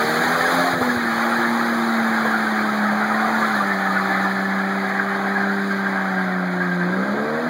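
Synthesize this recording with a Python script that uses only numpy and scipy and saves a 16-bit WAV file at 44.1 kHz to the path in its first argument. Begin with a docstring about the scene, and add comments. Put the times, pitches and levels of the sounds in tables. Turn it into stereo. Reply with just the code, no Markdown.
"""A six-cylinder SUV does a burnout up a residential street and slowly moves away.
Its engine pulls hard, stumbles with three thuds, drones, then revs up again; each firing sends a
puff of gas down the exhaust pipe. The spinning rear tyre sticks and slips on the asphalt, so it
scrubs, howls and chirps, and it sprays hissing grit. Near the end a house front echoes the exhaust.
A small stereo microphone listens through two openings, its left and right ports."""
import sys
import numpy as np
from scipy import signal
from scipy.fft import rfft, irfft, next_fast_len
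from scipy.io import wavfile
from scipy.ndimage import uniform_filter1d, map_coordinates

SR = 44100
rng = np.random.default_rng(int(sys.argv[2]) if len(sys.argv) > 2 else 0)


def output_pcm(signal):
    """Save a mono or channel-first signal as 16-bit PCM at the path in sys.argv[1].

    Samples are clipped to [-1, 1] before scaling.
    """
    pcm = np.clip(np.atleast_2d(signal).T, -1, 1) * 32767
    wavfile.write(sys.argv[1], SR, np.round(pcm).astype(np.int16))


N = 330309
CALM_HZ, CRUISE_HZ = 198, 218.6  # engine firings a second: running calmly, cruising
PIPE_LOW_HZ = 70.4  # the open exhaust pipe gives off little sound below this


def amp(db):
    """Turn decibels into a gain to multiply by."""
    return 10 ** (np.asarray(db) / 20)


def unit(x):
    """Scale a signal so that its average level (rms) is 1."""
    return x / np.sqrt(np.mean(x ** 2) + 1e-20)


def along(points, hz):
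    """Read between (pitch_hz, value) points, with octaves evenly spaced."""
    pitches, values = np.transpose(points)
    return np.interp(np.log(hz + 1), np.log(pitches + 1), values)


def curves(rows):
    """Turn each column after the time into one value per sample."""
    times, *columns = np.transpose(rows)
    return [np.interp(np.arange(N) / SR, times, column) for column in columns]


def bump(middle_s, half_s):
    """A smooth swell that reaches 1 at middle_s."""
    return np.exp(-((np.arange(N) / SR - middle_s) / half_s) ** 2)


def wobble(rate):
    """A smooth curve through `rate` random values a second."""
    at = np.linspace(0, rate * N / SR, N // 16)
    coarse = map_coordinates(rng.standard_normal(8192), [at], mode="wrap")
    return np.interp(np.arange(N), np.linspace(0, N, len(at)), coarse)


def throb(turns, depth):
    """A gain that swells once a turn."""
    return unit(1 + depth * np.cos(2 * np.pi * turns))


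def filtered(x, response):
    """Change the strength and phase of each frequency in x by response(hz)."""
    size = next_fast_len(N + 8192)
    return irfft(rfft(x, size) * response(np.fft.rfftfreq(size, 1 / SR)), size)[..., :N]


def rush(spectrum, patchy_db):
    """Stereo noise of level 1, shaped by a spectrum, with brief louder and softer patches."""
    # how alike the two ports sound: pitch_hz, likeness (0-1)
    alike = [(40, 0.36), (100, 1), (400, 0.88), (800, 0.78), (1600, 0.54), (2400, 0.72), (3200, 0.44),
             (5000, 0.16), (8000, 0.034)]
    cells = signal.stft(rng.standard_normal((2, N)), nperseg=1024)[2]
    patches = uniform_filter1d(rng.standard_normal(cells.shape[1:]), size=3, axis=0)
    patches = uniform_filter1d(patches, size=3, axis=1)
    pair = signal.istft(cells * amp(patchy_db * unit(patches)), nperseg=1024)[1][:, :N]

    def colour_and_spread(hz):
        spread = np.arccos(np.clip(along(alike, hz), -1, 1)) / 2
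        return amp(along(spectrum, hz)) * [np.cos(spread), np.sin(spread)]

    mid, side = filtered(pair, colour_and_spread)
    return unit(np.array([mid + side, mid - side]))


def engine_load():
    """How hard the engine works (0-1): load builds as each pull starts and lets go after it."""
    # pulls at full load: start_s, end_s
    pulls = [(-0.3, 0.767), (6.82, 7.5)]
    rise_s, fall_s, free_load = 0.048, 0.074, 0.047
    t = np.arange(N) / SR
    pull = sum(np.clip((t - start) / rise_s, 0, 1) * np.clip(1 - (t - end) / fall_s, 0, 1)
               for start, end in pulls)
    return free_load + (1 - free_load) * pull


def engine_drone(firing_hz, firings, load, ragged):
    """Even firings make a steady note and a second one an octave above it."""
    # the note at the firing rate: time_s, level_db
    drone_levels = [(0, -26.5), (.3, -23), (.44, -30.5), (.58, -20), (.803, -26), (.813, -14.5),
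                    (.835, -23), (.885, -17.5), (1.03, -22.5), (1.95, -17), (2.3, -21), (2.9, -18.5),
                    (3.85, -23.5), (4.5, -20), (5.1, -24), (5.55, -20), (5.9, -21), (6.85, -19), (7.2, -23),
                    (7.33, -28.5), (7.49, -21.5)]
    # how strongly the pipe sounds the octave, running free and under load: pitch_hz, free_db, loaded_db
    octave_levels = [(354, -24, -25.5), (383.7, -33, -27.5), (395.4, -25, -36), (409.2, -43.5, -36),
                     (425.6, -33.5, -24.5), (460, -37.5, -22.5), (477, -38, -22), (486, -28, -30),
                     (492, -23, -42), (500, -29, -24), (519, -35, -29), (526, -35, -40)]
    angle = 2 * np.pi * firings
    shake = 0.044 + 0.058 * load
    drone_db, = curves(drone_levels)
    drone = amp(drone_db + 0.75 * wobble(14)) * (1 + shake * wobble(40)) * np.sin(angle)
    pitch_hz, free_db, loaded_db = np.transpose(octave_levels)
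    octave_db = (1 - load) * np.interp(2 * firing_hz, pitch_hz, free_db)
    octave_db += load * np.interp(2 * firing_hz, pitch_hz, loaded_db)
    octave_gain = amp(octave_db + 1.27 * wobble(11)) * (1 + (shake + ragged) * wobble(50))
    return drone + octave_gain * np.sin(2 * angle + rng.uniform(0, 2 * np.pi))


def engine_growl(firing_hz, firings, load, ragged):
    """Unequal cylinders add fluttering tones at multiples of the engine cycle (six firings)."""
    # exhaust tones, running free and under load: cycle_multiple, free_db, loaded_db
    tones = [(4, -36.5, -33), (5, -46.5, -50), (7, -43, -39.5), (8, -41.5, -32.5), (9, -34.5, -37.5),
             (10, -42.5, -32.5), (11, -56, -46), (14, -47, -31.5), (15, -45.5, -42), (16, -51, -36),
             (17, -50, -41), (18, -41.5, -36), (20, -43, -42), (21, -45.5, -51), (24, -37.5, -44)]
    # pipe resonances lift or lower each tone that glides through them: pitch_hz, gain_db
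    pipe = [(125, -11.5), (150, -9), (175, 2.5), (235, -5.5), (255, 0.5), (290, 1), (325, -2), (352, 6),
            (390, 2), (418, 1.5), (445, -3.5), (500, 0), (560, -0.5), (616, 3.5), (660, 1), (715, -3),
            (754, 4.5), (785, -4.5), (830, -2)]
    # single tones swell or sink for a while: middle_s, half_length_s, cycle_multiple, gain_db
    swells = [(.1, 0.084, 4, 10), (.08, .17, 14, -21), (0.43, 0.12, 10, 8), (.5, .14, 8, -10),
              (0.624, 0.15, 14, 4), (1.9, 1.4, 8, 4.5), (1.58, 0.17, 9, 3), (2.6, .2, 9, 5),
              (5.95, .3, 9, 1), (6.07, 0.2, 24, 4.5), (6.72, .3, 18, 4.5), (6.8, .25, 9, 2),
              (6.85, .11, 14, -13), (6.953, 0.089, 10, 4.5), (7.38, 0.15, 10, -15), (7.38, .16, 9, -9),
              (7.47, .09, 18, -9)]
    cylinders = 6
    angle = 2 * np.pi * firings
    loaded_rise_db = np.linspace(0, 0.5, N)
    growl = np.zeros(N)
    for multiple, free_db, loaded_db in tones:
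        ratio = multiple / cylinders
        level_db = free_db + load * (loaded_db + loaded_rise_db - free_db)
        level_db += along(pipe, ratio * firing_hz) + 1.17 * wobble(12)
        level_db += sum(db * bump(s, half_s) for s, half_s, tone, db in swells if tone == multiple)
        depth = 0.42 if multiple % 3 else 0.2  # tones from a group of three cylinders are the steadiest
        drift = rng.uniform(0, 2 * np.pi) + (0.22 + ragged) * wobble(30)
        flutter = 1 + (depth + ragged + 0.08 * load) * wobble(45)
        growl += amp(level_db) * flutter * np.sin(ratio * angle + drift)
    return growl


def gas_roar(firings, load):
    """Swirling gas leaves the pipe in one puff per firing."""
    # spectrum of the gas noise: pitch_hz, relative_db
    spectrum = [(20, -60), (50, -48), (70, -39), (100, -9), (150, -12), (290, 1.5), (355, 3), (480, -4),
                (700, -4), (1200, -8.5), (3000, -73)]
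    roar = rush(spectrum, patchy_db=2.5) * throb(firings, depth=0.3)
    roar = filtered(roar, lambda hz: 1 / np.hypot(1, (PIPE_LOW_HZ / (hz + 1)) ** 4))
    return amp(np.linspace(-35, -37.4, N) + 2.6 * load) * roar


def engine(firing_hz, firings):
    """Drone, growl and roar together. Running fast without load, the engine burns less evenly."""
    load = engine_load()
    ragged = 0.28 * (1 - load) * np.clip((firing_hz - CALM_HZ) / (CRUISE_HZ - CALM_HZ), 0, 1)
    drone = engine_drone(firing_hz, firings, load, ragged)
    growl = engine_growl(firing_hz, firings, load, ragged)
    return drone + growl + gas_roar(firings, load)


def squeal(hz, width_hz):
    """A fuzzy note of level 1, like rubber kept ringing by irregular slips."""
    angle = 2 * np.pi * np.cumsum(hz) / SR
    return unit(wobble(width_hz) * np.cos(angle) + wobble(width_hz) * np.sin(angle))


def tyre_rubber(speed_octaves, firings, dig_db):
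    """Rubber sticks and slips, juddering as the tread slaps the road. Faster: more scrub, less howl."""
    # the two notes at which the rubber rings: time_s, low_hz, high_hz, low_level_db
    notes = [(0, 773, 1706, -9.5), (1.5, 834, 1666, -11.5), (3.1, 758.4, 1607, -9.5),
             (3.8, 781.2, 1752, -8), (4.3, 780, 1748, -9), (5.1, 779, 1614, -8), (5.8, 765, 1600, -17),
             (7.49, 716, 1584, -15)]
    # spectrum of the scrubbing: pitch_hz, relative_db
    scrub_spectrum = [(300, -64), (520, -7), (760, -2.5), (980, -7), (1220, -2.5), (1450, -6.5),
                      (1900, -12), (2400, -13), (4000, -93)]
    # spectrum of the howl: pitch_hz, relative_db
    howl_spectrum = [(900, -36), (1300, -0.5), (1600, 3.5), (1800, 3.5), (2050, 0), (2400, -5), (3200, -11),
                     (6000, -44)]
    low_hz, high_hz, low_db = curves(notes)
    heat = np.linspace(0, 1, N)  # as the rubber warms, it sings more and scrapes less
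    judder = unit(amp(0.38 * wobble(190)))
    scrub = amp(-2 - 0.59 * heat) * rush(scrub_spectrum, patchy_db=2.0)
    scrub += amp(low_db) * squeal(low_hz, width_hz=80)
    chatter = unit(amp(3.0 * wobble(260)) * squeal(high_hz, width_hz=130))  # rings in short bursts
    howl = amp(-2 - 3.5 * heat) * rush(howl_spectrum, patchy_db=3.5)
    howl += amp(-12 + 4.5 * heat) * chatter
    howl *= throb(firings, depth=0.086) * unit(amp(1.1 * wobble(25)))
    return (amp(2.5 * speed_octaves + dig_db) * scrub + amp(-8 * speed_octaves) * howl) * judder


def grit_spray(speed_octaves, dig_db):
    """Grit torn off the asphalt makes a rough hiss, louder when the wheel spins faster."""
    # spectrum of the hiss: pitch_hz, relative_db
    spectrum = [(1000, -34), (2300, 2), (3300, 1.5), (4000, 1.5), (5000, -3), (6000, -8.5), (7000, -11),
                (8200, -17.5), (9600, -11.5), (12000, -16.5), (15500, -14)]
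    # the finest fizz is lost with distance: pitch_hz, fading_share (0-1)
    fading = [(5000, 0.021), (9000, 0.79)]
    start_m, away_m_per_s = 5.6, 1.51
    nearness = start_m / (start_m + away_m_per_s * np.arange(N) / SR)
    roughness = unit(amp(0.58 * wobble(900) + 0.47 * wobble(50) + 0.14 * wobble(5.9)))
    hiss = amp(-29.5 + 5 * speed_octaves + dig_db) * nearness * roughness * rush(spectrum, patchy_db=2.0)
    fizz = filtered(hiss, lambda hz: along(fading, hz))
    return (hiss - fizz) + amp(np.linspace(2, -4.4, N)) * fizz


def tyre(firing_hz, firings, rub_db):
    """The rear tyre spins with the engine, rubbing on the road and throwing grit."""
    # the tyre digs in or eases off: middle_s, half_length_s, scrub_db, hiss_db
    digs = [(0.153, 0.31, -1.5, 2), (0.56, 0.13, 0.5, 2.5), (0.773, 0.036, -10, -3.5),
            (1.023, 0.08, -3.5, -2.5), (3.2, 0.33, 3.5, -1), (3.472, 0.34, 0, 3.5), (4.124, 0.26, 0.5, 2.5),
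            (5.68, 0.15, -2.5, 1.5), (6.4, 0.13, 0.5, -1.5)]
    scrub_db, hiss_db = sum(np.outer(gains_db, bump(s, half_s)) for s, half_s, *gains_db in digs)
    speed_octaves = np.log2(firing_hz / CRUISE_HZ)
    rubber = amp(rub_db) * tyre_rubber(speed_octaves, firings, scrub_db)
    return rubber + grit_spray(speed_octaves, hiss_db)


def street_rumble():
    """A quiet low rumble of the street, slowly fading."""
    # spectrum of the rumble: pitch_hz, relative_db
    spectrum = [(20, -39), (50, -33), (66, -4), (85, 5), (130, 5.5), (200, 17.5), (400, -34)]
    return amp(np.linspace(-38, -58, N)) * rush(spectrum, patchy_db=2.5)


def tyre_chirps(rub_db):
    """For a moment the slips lock into one unsteady note; fainter squeaks fall among the loud ones."""
    # the tread grabs and chirps: middle_s, pitch_hz, peak_db, half_length_s
    loud = [(0.219, 1644, -21, 0.027), (0.419, 1780, -26, 0.017), (0.463, 1630, -15.5, 0.012),
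            (0.596, 744, -21, 0.035), (0.669, 715, -21.5, 0.05), (0.901, 1665, -18, .012),
            (1.234, 1420, -22, 0.012), (1.328, 1430, -22, .015), (2.345, 1448, -22, .02),
            (2.476, 1540, -21, .015), (2.643, 1540, -22, 0.013), (2.695, 1290, -22.5, 0.02),
            (2.858, 1295, -22, 0.02), (3.024, 1412, -25, .015), (3.117, 1259, -21, 0.014),
            (3.249, 1205, -22, .015), (3.349, 1421, -21, .016), (3.444, 1356, -20, 0.014),
            (3.417, 1707, -22, 0.014), (3.43, 1193, -19.5, 0.021), (3.545, 1560, -24, .015),
            (3.611, 1182, -16, 0.016), (3.71, 1783, -25, 0.039), (3.87, 1282, -20, 0.011),
            (3.91, 1220, -19, .015), (3.966, 1750, -22, 0.029), (3.972, 1454, -19.5, 0.021),
            (4.247, 1200, -23, 0.018), (4.455, 1747, -21, 0.015), (4.9992, 1603, -12.5, 0.0033),
            (5.003, 1620, -14, 0.0022), (5.358, 1670, -18, 0.01), (5.373, 1682, -21, 0.014),
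            (5.407, 1620, -25, 0.02), (5.44, 1592, -22, .012), (5.866, 1602, -23, 0.019),
            (6.18, 1589, -28, 0.032), (6.612, 1630, -21, 0.02), (6.727, 1600, -24.5, 0.02),
            (6.937, 1621, -24, 0.02)]
    squeak_low_hz, squeak_range_hz, squeak_half_s = 1117.5, 758, 0.025
    t = np.arange(N) / SR
    flutter, stutter = wobble(260), wobble(300)
    faint = []
    for when, pitch, size in rng.random((110, 3)):
        peak_db = rub_db[int(when * N)] - 8.5 * (1 - size) - 1.7 * when
        faint.append((when * N / SR, squeak_low_hz + squeak_range_hz * pitch, peak_db, squeak_half_s))
    out = np.zeros(N)
    for middle_s, hz, peak_db, half_s in loud + faint:
        near = slice(max(0, round((middle_s - half_s) * SR)), round((middle_s + half_s) * SR))
        offset_s = t[near] - middle_s
        swell = np.cos(np.pi / 2 * offset_s / half_s) ** 2
        note = np.sin(2 * np.pi * hz * offset_s + 0.089 * flutter[near])
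        out[near] += amp(peak_db) * swell * (1 + 0.11 * stutter[near]) * note
    return out


def exhaust_pops():
    """Each uneven firing is a low thud, a short bark of the pipe and a puff of gas."""
    # uneven firings: start_s, thud_db, thud_hz, bark_db, bark_hz, puff_db
    pops = [(.731, -13.5, 122, -27, 340, -26), (0.811, -14, 118, -20, 492, -18),
            (0.963, -14.5, 100, -38, 368, -35), (2.247, -32, 120, -24, 498, -20),
            (4.077, -44, 120, -19.5, 309, -25), (4.24, -50, 120, -20, 294.3, -31)]
    # spectrum of a puff: pitch_hz, relative_db
    puff_spectrum = [(80, -22), (180, -5), (330, -6), (520, 1), (780, 2), (1100, -4), (2500, -32)]
    rise_s = 0.003
    thud_s, bark_s, puff_s = 0.054, 0.27, 0.18  # time to fade by 60 dB
    tones, puffs = np.zeros((2, N + SR))
    t = np.arange(SR // 2) / SR
    for start_s, thud_db, thud_hz, bark_db, bark_hz, puff_db in pops:
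        start = round(start_s * SR)
        rise = 1 - np.exp(-t / rise_s)
        thud = amp(thud_db - 60 * t / thud_s) * np.sin(2 * np.pi * thud_hz * t)
        bark = amp(bark_db - 60 * t / bark_s) * np.sin(2 * np.pi * bark_hz * t)
        tones[start:start + len(t)] += (thud + bark) * rise
        puffs[start:start + len(t)] += amp(puff_db - 60 * t / puff_s) * rise
    from_pipe = filtered(tones[:N], lambda hz: (1j * hz / (PIPE_LOW_HZ + 1j * hz)) ** 3)
    return from_pipe + puffs[:N] * rush(puff_spectrum, patchy_db=2.0)


def faint_flutter():
    """Three very faint swells of low, fluttering noise come and go near the end."""
    # swells: middle_s, half_length_s, phase_step_hz, level_db
    swells = [(6.08, .2, 15330, -66), (6.35, .1, 12450, -68), (6.76, .09, 12450, -65)]
    # given one number instead of a curve, squeal holds its angle still and only its slow wobble is left
    return sum(amp(db) * bump(s, half_s) * squeal(hz, width_hz=60) for s, half_s, hz, db in swells)


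def house_echo(exhaust):
    """One late, dull echo off a house front; it beats against the drone while the revs climb."""
    # the echo grows as the car comes level with the house: time_s, level_db
    echo_levels = [(0, -50), (6.75, -38), (6.92, -14), (7.15, -7), (7.49, -6)]
    delay_s, top_hz = 0.0793, 330
    echo_db, = curves(echo_levels)
    late_and_dull = lambda hz: np.exp(-2j * np.pi * hz * delay_s) / np.hypot(1, (hz / top_hz) ** 4)
    return amp(echo_db) * filtered(exhaust, late_and_dull)


def scene():
    """The exhaust, its echo, the tyre and a low street rumble as they reach the two ports."""
    # engine speed: time_s, firing_hz
    revs = [(0.0, 227.3), (0.45, 255.6), (0.7, 266.1), (0.79, 251.5), (0.92, 243), (1.13, 227),
            (1.35, 234.1), (1.7, 232.8), (2.0, 226.9), (2.3, 220.6), (2.88, 209), (3.33, 221.5),
            (3.47, 217.9), (3.62, 201.1), (3.8, 193), (4.35, 193.2), (5.0, 196.1), (5.55, 198),
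            (5.9, 194.2), (6.55, 180.5), (6.84, 176.4), (7.03, 195.8), (7.23, 221), (7.49, 247.2)]
    # how hard the tyre rubs on the road: time_s, level_db
    rubbing = [(0, -24), (.2, -22.5), (.62, -23), (1.02, -26), (1.2, -22.5), (1.8, -25.5), (2.3, -23.5),
               (2.55, -25), (3.3, -25), (3.77, -25.5), (4.0, -24.5), (4.3, -24), (4.41, -28), (4.6, -26),
               (5.2, -25.5), (5.38, -25.5), (5.62, -27), (6.0, -25.5), (6.45, -28.5), (7.2, -28),
               (7.49, -29)]
    firing_hz, = curves(revs)
    rub_db, = curves(rubbing)
    firings = np.cumsum(firing_hz * (1 + 0.0016 * wobble(20))) / SR  # running count of firings
    exhaust = engine(firing_hz, firings) + exhaust_pops()
    wheels = street_rumble() + tyre(firing_hz, firings, rub_db) + tyre_chirps(rub_db)
    return exhaust + wheels + faint_flutter() + house_echo(exhaust)


def record(dry):
    """The microphone widens the stereo: above the bass, each side subtracts the delayed other port."""
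    # how far the left port is ahead of the right: pitch_hz, lead_radians
    lead = [(60, 1.36), (200, 0.5), (380, 0.97), (600, 0.15), (1000, 0.48), (2000, 0.66), (4000, 3.04),
            (8000, 0.48)]
    port_delay_s, bass_hz, top_hz = 16 / SR, 520, 15800
    ports = filtered(dry, lambda hz: np.exp(0.5j * np.outer([1, -1], along(lead, hz))))
    share = lambda hz: 1 - np.exp(-(hz / bass_hz) ** 2)
    opposite = filtered(ports[::-1], lambda hz: share(hz) * np.exp(-2j * np.pi * hz * port_delay_s))
    return filtered(ports - opposite, lambda hz: (hz < top_hz) / np.hypot(1, share(hz)))


dry = scene()
out = record(dry)
output_pcm(out)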